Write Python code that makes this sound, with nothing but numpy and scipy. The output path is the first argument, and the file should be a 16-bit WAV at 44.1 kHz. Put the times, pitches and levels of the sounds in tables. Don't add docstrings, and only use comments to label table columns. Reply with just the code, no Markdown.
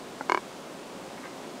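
import sys
import numpy as np
from scipy import signal
from scipy.fft import rfft, irfft
from scipy.io import wavfile
from scipy.ndimage import uniform_filter1d

SR = 44100
rng = np.random.default_rng(int(sys.argv[2]) if len(sys.argv) > 2 else 0)


def to_wav(s):
    ch = np.atleast_2d(s).T
    pcm = np.round(np.clip(ch, -1, 1) * 32767)
    wavfile.write(sys.argv[1], SR, pcm.astype(np.int16))


N = 70560

# (s, strength dB, windpipe tuning as a ratio, treble corner Hz)
PULSES = [(.2970, -4.6, .987, 7500), (.3201, -3, 1.002, 8800), (.3467, -4.4, 1.012, 4800), (.3749, -10, 1.028, 4600)]
LEAK_LEAD_S, LEAK_DB, LEAK_HZ = .0052, -18, 1300
# (Hz, width Hz, dB)
WINDPIPE = [(366, 70, 4), (570, 260, -9), (830, 170, -11), (990, 145, 3), (1200, 200, -14), (1562, 110, -4), (2199, 90, -.5), (2880, 95, -2), (3510, 900, -7), (4320, 95, 6.5), (4905, 100, 3), (5530, 105, -1), (6285, 260, -1), (6877, 300, -3), (7590, 400, -3), (8400, 380, -4)]
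# (Hz, dB)
SNAP = [(40, -69), (130, -20.5), (250, -9.5), (370, -3), (620, 0.5), (990, 0.5), (1580, -1), (2200, -0.5), (2900, -13.5), (4300, -22.5), (6300, -21.5), (8400, -33), (12000, -34), (16000, -75)]
BIRD_DB = 24
SCATTER_DB, SCATTER_T60_S, SCATTER_DELAY_S = -17.5, 0.11, 0.0025
# (Hz, dB per Hz)
WASH = [(20, -21.5), (45, -29), (66, -21), (110, -14), (180, -2), (230, -2.5), (267, 1.8), (298, -2), (360, 0), (430, -3), (485, -5), (550, -1), (610, -4.5), (680, -5), (1000, -7.5), (1750, -15.5), (3170, -18), (5000, -21), (8600, -25), (12000, -34.5), (15500, -37.5)]
# (s, dB)
WASH_LEVEL = [(0, -42.5), (.4, -41.5), (.8, -43), (1.2, -41.5), (1.6, -42)]
# (Hz, share 0-1)
MID_SWELL = [(0, -.5), (.5, 0), (.75, 0), (.92, 1.5), (1.1, 0.2), (1.3, 0.3), (1.5, 0.9), (1.6, 1)]
MID_BAND = [(250, 0), (450, 1), (850, 1), (1500, 0)]
PATCH_DB, HISS_FOLLOW = 0.45, 0.6
EDGE_HZ = 15720
# (s, Hz, dB)
WHISTLE = [(1.385, 3200, -75), (1.42, 3390, -56), (1.455, 3600, -72), (1.487, 3470, -56.5), (1.525, 3340, -59.5), (1.555, 3280, -75)]
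WHISTLE_WAVER = .01
KNOCK_S, KNOCK_DB, KNOCK_HZ = .2095, -11, 1700
# (Hz, width Hz, dB)
SLACK_THROAT = [(305, 110, -1), (587, 90, -1), (872, 105, 2), (1440, 110, 0), (2040, 80, -7)]
# (Hz, dB)
SOFT_SNAP = [(40, -50), (250, -6), (550, -1), (1500, 0), (2050, -4), (2400, -22), (4000, -36), (16000, -60)]
# (s, strength dB, throat tuning as a ratio)
FAR_PULSES = [(1.090, -37, .78), (1.174, -33, 1.42), (1.1795, -31, 1.64), (1.233, -35, 1.04), (1.2403, -27, 1.02), (1.2535, -28, 1), (1.2573, -29, .99), (1.270, -36, 1), (1.2768, -33, 1.02), (1.434, -33, 1.04), (1.445, -33, .86)]
# (Hz, width Hz, dB)
FAR_THROAT = [(1170, 170, 0), (1560, 100, 1), (1810, 160, -6), (2060, 130, -3), (2750, 400, 0)]
FAR_CORNER_HZ, FAR_SCATTER_DB, FAR_T60_S = 5000, -4, .08


def amp(db):
    return 10 ** (np.asarray(db) / 20)


def evened(x):
    return x / np.sqrt(np.mean(x ** 2) + 1e-20)


def read(points, hz):
    f, value = np.transpose(points)
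    return np.interp(np.log(hz + 1), np.log(f + 1), value)


def add(mix, s, sound):
    part = mix[round(s * SR):][:len(sound)]
    part += sound[:len(part)]


def noise(colour):
    return evened(irfft(rfft(rng.standard_normal(N)) * amp(read(colour, np.fft.rfftfreq(N, 1 / SR))), N))


def causal(gain):
    log_gain = np.log(np.maximum(np.r_[gain, gain[-2:0:-1]], 1e-6))
    return np.exp(np.conj(signal.hilbert(log_gain)))[:len(gain)]


def pulse(modes, colour, db, tuning, corner_hz, size=4096):
    hz = np.fft.rfftfreq(size, 1 / SR)
    snap = causal(amp(read(colour, hz)) / np.sqrt(1 + np.square(np.square(hz / corner_hz))))
    pipe = sum(amp(g) * 1j * hz * w / ((f * tuning) ** 2 - hz ** 2 + 1j * hz * w) for f, w, g in modes)
    return amp(BIRD_DB + db) * irfft(snap * pipe, size)


def cormorant():
    out = np.zeros(N)
    add(out, KNOCK_S, -pulse(SLACK_THROAT, SOFT_SNAP, KNOCK_DB, 0.96, KNOCK_HZ))
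    for s, db, tuning, corner_hz in PULSES:
        add(out, s, pulse(WINDPIPE, SNAP, db, tuning, corner_hz))
        add(out, s - LEAK_LEAD_S, pulse(WINDPIPE, SNAP, db + LEAK_DB, tuning, LEAK_HZ))
    return out


def scatter(x, db, t60_s):
    t = np.arange(SR // 2) / SR
    tail = rng.standard_normal(len(t)) * amp(-60 * t / t60_s) * (t > SCATTER_DELAY_S)
    return amp(db) * signal.fftconvolve(x, tail / np.linalg.norm(tail))[:N]




def wash(size=1024):
    hz, t, z = signal.stft(noise(WASH), SR, nperseg=size, noverlap=size * 3 // 4)
    patches = evened(uniform_filter1d(uniform_filter1d(rng.standard_normal(z.shape), size=10, axis=0), size=14, axis=1))
    level = np.interp(t, *np.transpose(WASH_LEVEL))
    follow = read([(1200, 0.52), (4000, HISS_FOLLOW)], hz)[:, None]
    swell = read(MID_BAND, hz)[:, None] * np.interp(t, *np.transpose(MID_SWELL))
    z = z * amp(level.mean() + swell + follow * (level - level.mean() + PATCH_DB * patches))
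    return signal.istft(z, SR, nperseg=size, noverlap=size * 3 // 4)[1][:N]


def whistle():
    at, hz, db = np.transpose(WHISTLE)
    t = np.arange(N) / SR
    waver = 1 + WHISTLE_WAVER * evened(uniform_filter1d(rng.standard_normal(N), size=200))
    level = np.interp(t, at, amp(db), left=0, right=0)
    return level * np.sin(2 * np.pi * np.cumsum(np.interp(t, at, hz) * waver) / SR)


def far_bird():
    out = np.zeros(N)
    for s, db, tuning in FAR_PULSES:
        add(out, s, pulse(FAR_THROAT, SNAP, db, tuning, FAR_CORNER_HZ))
    return out + scatter(out, FAR_SCATTER_DB, FAR_T60_S)


def scene():
    bird = cormorant()
    return np.tile(bird + scatter(bird, SCATTER_DB, SCATTER_T60_S) + far_bird() + whistle() + wash(), (2, 1))


def record(dry):
    return signal.oaconvolve(dry, signal.firwin(511, EDGE_HZ, window=("kaiser", 9), fs=SR)[None], "same")


dry = scene()
out = record(dry)
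to_wav(out)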